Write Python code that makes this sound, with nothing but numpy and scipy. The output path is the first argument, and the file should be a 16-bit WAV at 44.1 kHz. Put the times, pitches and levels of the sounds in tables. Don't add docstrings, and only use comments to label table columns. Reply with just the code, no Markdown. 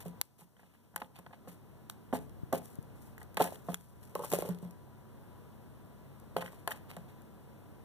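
import sys
import numpy as np
from scipy import signal
from scipy.fft import rfft, irfft, next_fast_len
from scipy.io import wavfile
from scipy.ndimage import uniform_filter1d, map_coordinates

SR = 44100
rng = np.random.default_rng(int(sys.argv[2]) if len(sys.argv) > 2 else 0)


def store_pcm(level_fs):
    pcm = np.round(np.clip(level_fs, -1, 1) * 32767).astype(np.int16)
    wavfile.write(sys.argv[1], SR, np.atleast_2d(pcm).T)


N = 345744


def amp(db):
    return 10 ** (np.asarray(db) / 20)


def unit(x):
    return x / np.sqrt(np.mean(x ** 2) + 1e-20)


def along(points, hz):
    point_hz, values = np.transpose(points)
    return np.interp(np.log(hz + 1), np.log(point_hz + 1), values)


def filtered(x, response):
    size = next_fast_len(N + 8192)
    return irfft(rfft(x, size) * response(np.fft.rfftfreq(size, 1 / SR)), size)[..., :N]


def wobble(rate):
    knots = rng.standard_normal(int(N * rate / SR) + 4)
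    return map_coordinates(knots, [np.arange(N) * rate / SR])


def add(track, start, sound):
    part = track[..., round(start * SR):][..., :sound.shape[-1]]
    part += sound[..., :part.shape[-1]]


def lean_gain(lean_db):
    return amp(lean_db * np.array([[.5], [-.5]]))


# frequency in Hz, relative level in dB.
AIR_COLOUR = [(30, -30), (55, 3.5), (150, 2), (300, -4.5), (700, -15), (1300, -22), (2200, -28),
              (3500, -33), (6000, -40), (10000, -37), (15000, -33)]
# frequency in Hz, likeness (1 = the same).
AIR_ALIKENESS = [(60, 0.078), (300, 0.76), (1000, 0.42), (3000, 0.02)]
# frequency in Hz, left port over right in dB.
AIR_BALANCE = [(100, 1), (1000, -5), (4000, -2.5), (8000, 6), (15000, 1)]
# frequency in Hz, middle level in dB before the left-right balance,
# speed of the waver in Hz (half the level knots a second; a quarter of it scales the pitch wander).
HUM_LINES = [(98.7, -59, 20), (135, -59.5, 5), (187.5, -68, 20), (221, -63.5, 8)]
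# time in seconds, middle level in dB before the left-right balance.
WHINE_LEVEL = [(0, -72), (1.5, -78.5), (3, -77.5), (4.5, -71), (6, -76), (7.8, -74)]
WHINE_HZ = 984
AIR_DB, AIR_SWELL_DB, TONE_SWELL_DB = -55.0, .7, 2.2


def background():
    def mid_side(hz):
        angle = np.arccos(along(AIR_ALIKENESS, hz)) / 2
        return amp(along(AIR_COLOUR, hz)) * [np.cos(angle), np.sin(angle)]

    mid, side = filtered(rng.standard_normal((2, N)), mid_side)
    pair = filtered(np.array([mid + side, mid - side]), lambda hz: lean_gain(along(AIR_BALANCE, hz)))
    air = amp(AIR_DB + AIR_SWELL_DB * wobble(3.0)) * unit(pair)
    t = np.arange(N) / SR
    hum = np.zeros(N)
    for hz, db, waver in HUM_LINES:
        turns = hz * t + np.cumsum(wobble(waver)) * waver / 4 / SR
        hum += amp(db + TONE_SWELL_DB * wobble(waver * 2)) * np.sin(2 * np.pi * turns)
    whine_db = np.interp(t, *np.transpose(WHINE_LEVEL)) + TONE_SWELL_DB * wobble(7.5)
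    whine_turns = WHINE_HZ * t + np.cumsum(wobble(3.3)) / SR
    whine = amp(whine_db) * np.sin(2 * np.pi * whine_turns)
    return air + (hum + whine) * lean_gain(4)


def hiss():
    return amp(-74.5) * filtered(rng.standard_normal((2, N)), lambda hz: hz / (3000 + hz))


# frequency in Hz, gain in dB.
PAPERY_COLOUR = [(3500, -6.5), (5000, -1.5), (8000, 2), (11000, 2), (14000, 4), (15500, -0.5)]
# frequency in Hz, gain in dB.
BOXY_COLOUR = [(60, -34), (300, -20), (700, 7.5), (1500, 1), (2500, 6.5), (3500, -1.5), (4500, -7),
               (6000, -36)]


def two_parts(upper, lower):
    papery = filtered(upper, lambda hz: amp(along(PAPERY_COLOUR, hz)))
    return papery + filtered(lower, lambda hz: amp(along(BOXY_COLOUR, hz)))


# start in seconds, length in seconds until it has
# faded by 14 dB, level in dB before fading and colouring, lower part against the upper in dB.
DRAGS = [(0, 0.035, -54, 2), (0.041, 0.068, -62, -5), (0.22, 0.06, -67.5, -21), (0.379, 0.074, -64, 0),
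         (0.548, 0.36, -78, 10.5), (0.997, 0.019, -59, 5.5), (1.144, 0.068, -66.5, 12),
         (1.326, 0.025, -76, 26), (1.467, 0.11, -62.5, -0.5), (1.891, 0.049, -62, -8),
         (2.196, 0.08, -70, -10), (2.574, 0.015, -47.5, -16), (2.614, 0.15, -59.5, -10),
         (2.948, 0.051, -67.5, -18), (2.995, 0.15, -66.5, -23), (3.196, 0.044, -66.5, -2),
         (3.394, 0.017, -48, 10), (3.421, 0.007, -47, -10), (3.43, 0.035, -51, -1),
         (3.446, 0.17, -58.5, -7), (3.63, 0.22, -64, -2), (3.743, 0.89, -77, -17), (4, 0.16, -68.5, 1),
         (4.22, 0.05, -59, -24), (4.267, 0.1, -56.5, -37), (4.3, 0.014, -53, -20), (4.312, 0.035, -43, -3),
         (4.35, 0.033, -66, -4), (4.357, 0.017, -56, -25), (4.373, 0.055, -51, -1), (4.45, 0.046, -64, -6),
         (4.617, 0.033, -65.5, -3), (6.406, 0.024, -51.5, 13.5), (6.439, 0.054, -58, 4),
         (6.496, 0.15, -67.5, 2), (6.708, 0.023, -53, 2), (6.746, 0.048, -62.5, 3), (6.884, 0.076, -64, 11),
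         (7.081, 0.043, -68, 10)]
RISE_SHARE = 0.17
RATTLE_DB, RATTLE_LOWER_DB = -35, 5
RATTLE_RISE_S, RATTLE_S, RATTLE_PER_CONTACT = 0.00019, 0.032, 2.5


def rustle(alike=0.36):
    t = np.arange(N) / SR
    ticks = (rng.random(N) < 110 / SR) * rng.exponential(1, N)
    ticks = uniform_filter1d(ticks, size=50) * 50
    unevenness = amp(1.6 * wobble(400) + 2.2 * wobble(90))
    grains = rng.standard_normal((3, N)) * unevenness * (1 + .7 * ticks)
    pair = unit(np.sqrt(alike) * grains[0] + np.sqrt(1 - alike) * grains[1:])
    strokes = [(start, RISE_SHARE * length, length, db, lower_db) for start, length, db, lower_db in DRAGS]
    for start, db, *_, contact in BLOWS + DROP_BLOWS:
        length = RATTLE_S + RATTLE_PER_CONTACT * contact
        strokes.append((start, RATTLE_RISE_S, length, db + RATTLE_DB, RATTLE_LOWER_DB))
    upper, lower = np.zeros(N), np.zeros(N)
    for start, rise, length, db, lower_db in strokes:
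        u = t[:round(length * 2 * SR)]
        fade_db = 12 * (u / length) ** 2 + 2 * (u / length) ** 4
        stroke = np.clip(u / rise, 0, 1) * amp(db - fade_db)
        add(upper, start, stroke)
        add(lower, start, amp(lower_db) * stroke)
    return two_parts(pair * upper, pair * lower)


# start in seconds, peak in dB without the boom and before port colouring,
# box boom against the blow in dB, tilt towards high modes in dB per octave,
# fall away from 700 Hz in dB per octave squared, contact length in seconds (at least 1 ms is used).
BLOWS = [(0.058, -36.5, 7.5, -25, 13, 0.0034), (0.393, -54, -18, -5, 11, 0.0015),
         (0.4154, -51.5, 5, 1, 4.5, 0.0078), (0.566, -54.5, -4, 10, 0.5, 0.0033),
         (0.594, -50, -9, 5, 1, .004), (0.631, -54, 3, 11, 6, 0.0044), (0.746, -57, -29, 14, 5, 0.009),
         (0.9405, -49.5, 2, 7, 5, 0.0061), (0.9614, -28.5, -18, 7.5, 3.5, 0.0031),
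         (1.0168, -30, -18, 7, 5.5, 0.0063), (1.0205, -38, -25, -6, 3, 0.0043),
         (1.187, -44, 0.5, -1, 2.5, 0.011), (1.263, -41.5, -13, 10, 5, 0.0068),
         (1.306, -51, -12, 4, 5, 0.0095), (1.329, -44.5, -27, 10.5, 8.5, 0.014),
         (1.4746, -37, -6, -4, 2.5, 0.0044), (1.481, -47.5, 0, -2, 5, 0.0046),
         (2.127, -25, -12, -1.5, -0.5, 0.0039), (2.132, -16.5, -18, -8.5, 3, 0.0065),
         (2.147, -31, -20, 13, 14, 0.016), (2.526, -24.5, -11, 8.5, 7, 0.0035),
         (2.531, -16, -18, -8.5, 5.5, 0.0052), (2.544, -25, -17, -5, 3.5, 0.01),
         (2.567, -38, -20, -6, 4, 0.011), (2.595, -47, -16, -12, 11, 0.0056),
         (3.179, -40, -23, 20.5, 7.5, 0.002), (3.215, -42, -23, 22, 8.5, 0.0044),
         (3.372, -23, -10.5, 2, 2, 0.007), (3.3992, -24, -8, -12, 7, 0.0023),
         (3.402, -17.5, -13, 0.5, 8.5, 0.006), (3.4087, -15, -16, -4, 6, 0.0078),
         (3.415, -36, -25, -16, 8, 0.005), (3.4395, -34, -32, 2, 0.5, 0.029),
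         (3.4495, -30.5, -27, -19, 14, 0.012), (3.473, -37.5, -27, 7, 2, 0.0061),
         (3.523, -33, -34, -7, 14, 0.0028), (3.686, -29, 4, 0, 8.5, 0.0045),
         (3.692, -30.5, -14, -14.5, 7, 0.016), (3.729, -36, -8, -10, 2.5, 0.008),
         (4.3168, -29, 0, -5, 0, 0.018), (6.3649, -19.5, -12.5, 0.5, 3.5, 0.0036),
         (6.372, -35.5, -20, 0.5, -3, 0.0024), (6.377, -39, -33, -7, 10, 0.003),
         (6.394, -41, -14, 0, -5, 0.0046), (6.423, -30, -10, 7, 2.5, 0.0025),
         (6.46, -35, -25, 11, 0, 0.0017), (6.478, -39.5, -22, 7, 1, 0.0024),
         (6.531, -45, -6, 7.5, 8, 0.0023), (6.676, -20.5, -32, 5, 2.5, 0.0039),
         (6.7075, -34.5, -37, 10, 3, 0.0063), (6.714, -29, -37, 16, 2.5, 0.0046),
         (6.888, -48, -8, -16, 5, 0.0041), (6.968, -34, -4, 2, 1.5, 0.004)]
DROP_BLOWS = [(4.154, -25, -17, 4.5, 3.4, 0.0079), (4.1915, -30, -11, 1.5, 2.6, 0.022),
              (4.221, -35.5, -18, -3, 3, 0.011), (4.236, -32.5, -26, 11, 1.5, 0.0064),
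              (4.245, -31.5, -24, 3, 1.5, 0.0073), (4.3348, -15, -15.5, -4, 1.2, 0.004),
              (4.34, -43, -4, -1, 3, 0.0039), (4.357, -37.5, -3, -12, 4.4, 0.0093),
              (4.3874, -21.5, -13, -17, 7.3, 0.0053), (4.4235, -25.5, -10, -3, 2.6, 0.005),
              (4.449, -32, -17, -9, 1.7, 0.01), (4.467, -37, -13, -6, 1.5, 0.031),
              (4.4887, -31, 10, -5, 1.5, 0.01), (4.626, -43, 11.5, -4, 3, 0.01),
              (4.648, -46.5, 7, -2, 2.7, 0.012)]
# frequency in Hz, relative level in dB,
# time in seconds for free ringing to fall by 60 dB.
TUBE_MODES = [(255, 4.5, 0.25), (430.3, 0, 0.29), (488.7, -12, 0.12), (527.4, 1.5, 0.2), (621, -3, 0.12),
              (691, 4.5, 0.092), (848, -0.5, 0.16), (905, -2, 0.05), (1042, -1, 0.067), (1239, -7.5, 0.14),
              (1507, -6, 0.1), (1676, -1.5, 0.024), (1904, -4.5, 0.081), (3050, -11, 0.015)]
FLOOR_MODES = [(230, -7.5, 0.098), (409, -2.5, 0.43), (481, 2.5, 0.05), (563.4, -0.5, 0.22),
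               (666, -16, 0.065), (869, -3.5, 0.047), (957, -7.5, 0.059), (1077, -6.5, .07),
               (1248, -12.5, 0.083), (1490, -24, 0.046)]
# frequency in Hz, time in seconds to fall by 60 dB.
BOX_BOOM = (178, 0.2)
FREE_DB = -16.5
CONTACT_EDGE = 2.7
FLUTTER_DB, FLUTTER_S = 5.5, 0.0107


def knocks(blows, modes):
    out, t = np.zeros(N), np.arange(SR // 3) / SR
    hz, level_db, t60 = np.transpose(modes)[:, :, None]
    boom_hz, boom_t60 = BOX_BOOM
    octaves = np.log2(hz / 700)
    for start, db, box_db, tilt_db, focus_db, contact in blows:
        spot_db = tilt_db * octaves - focus_db * octaves ** 2 + rng.normal(0, 1.6, hz.shape)
        wander = np.cumsum(rng.normal(0, 0.017, (len(modes), len(t))), axis=1)
        phase = 2 * np.pi * (hz * t + rng.uniform(0, 0.26, hz.shape)) + wander
        knots = rng.standard_normal((len(modes) + 1, 100))
        flutter_db = FLUTTER_DB * np.array([np.interp(t / FLUTTER_S, np.arange(len(k)), k) for k in knots])
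        forced = np.exp(-(t / max(contact, 1e-3)) ** CONTACT_EDGE)
        free = amp(FREE_DB + flutter_db[1:] - 60 * t / t60)
        body = np.sum(amp(level_db + spot_db) * (forced + free) * np.sin(phase), axis=0)
        body *= 1 - np.exp(-t / 0.0011)
        boom = amp(box_db + flutter_db[0] / 3 - 60 * t / boom_t60)
        boom *= np.sin(2 * np.pi * boom_hz * t + wander[0]) * (1 - np.exp(-t / 0.005))
        add(out, start, amp(db) * (body / np.abs(body).max() + boom))
    return np.array([out, out])


def room(x, t60=0.34):
    t = np.arange(SR // 3) / SR
    tail = signal.lfilter([1], [1, -.7], rng.standard_normal((2, len(t)))) * amp(-60 * t / t60)
    delayed = np.pad(x, ((0, 0), (150, 0)))
    return signal.fftconvolve(delayed, tail / np.linalg.norm(tail[0]), axes=1)[:, :N]


# start in seconds, depth in dB, pace of the return in seconds.
BACKGROUND_DIPS = [(0.213, 13.5, 1.06), (3.745, 7.5, 0.22)]


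def sink():
    t = np.arange(N) / SR
    dip_db = sum((t > start) * db * np.exp(-((t - start) / back) ** 2) for start, db, back in BACKGROUND_DIPS)
    return amp(1.25 - dip_db)


# start in seconds, level in dB before shaping and colouring,
# lower part in dB before a fixed boost, left port over right in dB before port colouring.
FIBRE_SNAPS = [(0.2134, -35.5, -4, -12.5), (0.9608, -30.5, -3, 3), (.978, -51, 6, 3), (1.019, -56, 15, -2),
               (1.045, -72, 16, -4), (1.189, -52, -8, -3), (1.264, -63, 14, -1), (1.8978, -38.5, -4, -4),
               (2.295, -59, -5, -2), (2.528, -35, -3, 0.1), (2.755, -53, -41, 5), (2.827, -56, -20, 4),
               (3.1807, -52, -18, -3), (3.23, -51, -8, 6), (3.3444, -51, -11, 0.1), (3.3705, -36, 12, 2),
               (3.3738, -37.5, 2, -2), (3.382, -49, 7, -4), (3.425, -36.5, -17, -13), (3.437, -47, -6, 5),
               (3.441, -47, 0, 0.1), (3.5569, -51.5, 3.5, -3), (3.7433, -30, -7.5, -1),
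               (4.096, -59, -21, 0.1), (4.1523, -36.5, -5, 0.1), (4.1925, -47, -17, 4),
               (4.238, -49, -22, -2), (4.2475, -37, -24, 1), (4.303, -51, -20, 2), (4.3171, -33.5, -5, -3),
               (4.326, -32, 0, 3), (4.3355, -29.5, -18, -2), (4.361, -52, -10, 0.1),
               (4.3874, -36.5, -22, 5), (4.4085, -44, -6, 0.1), (4.4218, -41, -2, -6),
               (4.4895, -42, -18, 4), (4.511, -57, -10, 2), (4.587, -56.5, -5, -5), (4.709, -51, -8, 0.1),
               (6.199, -56, -16, 6), (6.367, -44, 17, 2), (6.371, -52, -6, 2), (6.4235, -53, 0, 0.1),
               (6.462, -51, 2, 0.1), (6.6755, -31.5, 2.5, 2.5), (6.7077, -38, -9, 0.1),
               (6.966, -47.5, -2, 0.1), (7.219, -59, -16, 4)]
LOWER_BOOST_DB = 3.5
PUSH_DB, PUSH_S = -16, 0.0001


def snaps():
    upper, lower, t = np.zeros((2, N)), np.zeros((2, N)), np.arange(SR // 50) / SR
    shape = (1 - np.exp(-t / 0.00022)) * (1.5 * np.exp(-t / 0.00035) + 0.58 * np.exp(-t / 0.0024))
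    for start, db, lower_db, lean_db in FIBRE_SNAPS:
        gain = amp(db) * lean_gain(lean_db)
        shared = np.sign(rng.standard_normal(len(t)))
        burst = gain * shape * (shared + 0.83 * rng.standard_normal((2, len(t))))
        push = amp(PUSH_DB) * gain * np.exp(-t / PUSH_S)
        add(upper, start, burst)
        add(lower, start, amp(lower_db + LOWER_BOOST_DB) * (1.09 * burst + push))
    return two_parts(upper, lower)


# start in seconds, sweep level in dB before colouring,
# left port over right in dB before port colouring, level of the beak's ring in dB.
BEAK_CRACKS = [(0.214, -21, 4.5, -39), (1.899, -37.5, -4, -41), (3.744, -57, -1.5, -29)]
# frequency in Hz, relative level in dB, seconds to fall by 60 dB.
BEAK_MODES = [(1660, -3.5, 0.0064), (3350, -4, 0.0092), (7050, -21, .01)]
# frequency in Hz, gain in dB.
CRACK_COLOUR = [(100, 1), (400, 5.5), (1200, 11), (3500, 5.5), (8000, 3.5), (15000, 4)]
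CRACK_S, CRACK_TOP_HZ = .0006, 16000


def cracks():
    sweeps, rings, t = np.zeros((2, N)), np.zeros((2, N)), np.arange(SR // 50) / SR
    turns = CRACK_TOP_HZ * (t - t * t / (2 * CRACK_S))
    sweep = (t < CRACK_S) * np.cos(2 * np.pi * turns)
    ring = sum(amp(db - 60 * t / t60) * np.sin(2 * np.pi * hz * t) for hz, db, t60 in BEAK_MODES)
    for start, db, lean_db, ring_db in BEAK_CRACKS:
        add(sweeps, start, amp(db) * lean_gain(lean_db) * sweep)
        add(rings, start, amp(ring_db) * lean_gain(lean_db) * ring)
    return filtered(sweeps, lambda hz: amp(along(CRACK_COLOUR, hz))) + rings


# time in seconds, middle level in dB.
RUMBLE_LEVEL = [(1.7, -92), (2.2, -47.5), (2.7, -63), (3.2, -54.5), (3.7, -61), (7.8, -63)]


def rumble():
    noise = filtered(rng.standard_normal((2, N)), lambda hz: hz / (50 + hz) / (1 + (hz / 110) ** 3))
    level_db = np.interp(np.arange(N) / SR, *np.transpose(RUMBLE_LEVEL))
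    return amp(level_db + 0.47 * wobble(1.7)) * unit(noise)


# start in seconds, level in dB before fading and the split
# between the ports, frequency in Hz that the pitch settles to.
PHONE_BUMPS = [(2.433, -20, 119), (2.787, -21, 132.6)]


def bumps():
    out, t = np.zeros((2, N)), np.arange(SR // 10) / SR
    for start, db, hz in PHONE_BUMPS:
        turns = hz * (t + 0.0013 * (1 - np.exp(-t / 0.00072)))
        shake = (1 - np.exp(-t / 0.0004)) * amp(db - 60 * t / 0.033) * np.sin(2 * np.pi * turns)
        add(out, start, shake * np.array([[.6], [-.3]]))
    return out


# time in seconds, level in dB.
SIZZLE_LEVEL = [(4.2, -100), (4.9, -97), (5.6, -88), (6.1, -98), (6.6, -100)]
SIZZLE_CENTRE_HZ, SIZZLE_WIDTH_HZ = 11300, 450


def sizzle():
    bell = lambda hz: np.exp(-((hz - SIZZLE_CENTRE_HZ) / SIZZLE_WIDTH_HZ) ** 2)
    band = filtered(rng.standard_normal((2, N)), bell)
    return amp(np.interp(np.arange(N) / SR, *np.transpose(SIZZLE_LEVEL))) * unit(band)


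# frequency in Hz, gain in dB.
KNOCK_COLOUR = [(300, 0), (600, 1), (1000, -4.5), (2500, -27), (4000, -12)]
# frequency in Hz, gain in dB.
CRACKLE_COLOUR = [(300, 0), (1000, -9), (2500, -19), (8000, 3.5), (10000, 3.5), (11500, 2.5), (13000, -0.5),
                  (15000, -2)]
KNOCK_LAG, CRACKLE_LAG = 5.9, 2.84


def left_shade(points, lag):
    return lambda hz: [amp(along(points, hz)) * np.exp(-2j * np.pi * hz * lag / SR), 1 + 0 * hz]


def scene():
    thuds = knocks(BLOWS, TUBE_MODES) + knocks(DROP_BLOWS, FLOOR_MODES)
    crackle = cracks() + snaps() + rustle()
    near = filtered(thuds, left_shade(KNOCK_COLOUR, KNOCK_LAG))
    near += filtered(crackle, left_shade(CRACKLE_COLOUR, CRACKLE_LAG))
    far = sink() * (amp(-22.5) * room(thuds + crackle) + background())
    return near + bumps() + rumble() + hiss() + sizzle() + far


# centre in Hz, width in Hz where the boost in dB is halved, boost in dB.
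LEFT_CAVITY = (11330, 1660, 5.1)
# right into left in dB, left into right in dB (both before a slight treble loss),
# delay in samples.
CROSS_FEED = (-0.58, -12.5, 18.38)
TOP_HZ = 16800


def record(dry):
    centre, width, boost_db = LEFT_CAVITY
    into_left_db, into_right_db, delay = CROSS_FEED
    bass_cut = lambda hz: (1j * hz / (45 + 1j * hz)) ** 2
    cavity = lambda hz: amp(boost_db / (1 + ((hz - centre) * 2 / width) ** 2))
    ports = filtered(dry, lambda hz: bass_cut(hz) * [cavity(hz), 1 + 0 * hz])
    late = filtered(ports[::-1], lambda hz: amp(-.15 * hz / 1000) * np.exp(-2j * np.pi * hz * delay / SR))
    wide = ports - amp([[into_left_db], [into_right_db]]) * late
    shelf_db = lambda hz: -28 * np.clip((hz - 15470) / 100, 0, 1)
    return filtered(wide, lambda hz: amp(shelf_db(hz)) * (hz < TOP_HZ))


dry = scene()
out = record(dry)
store_pcm(out)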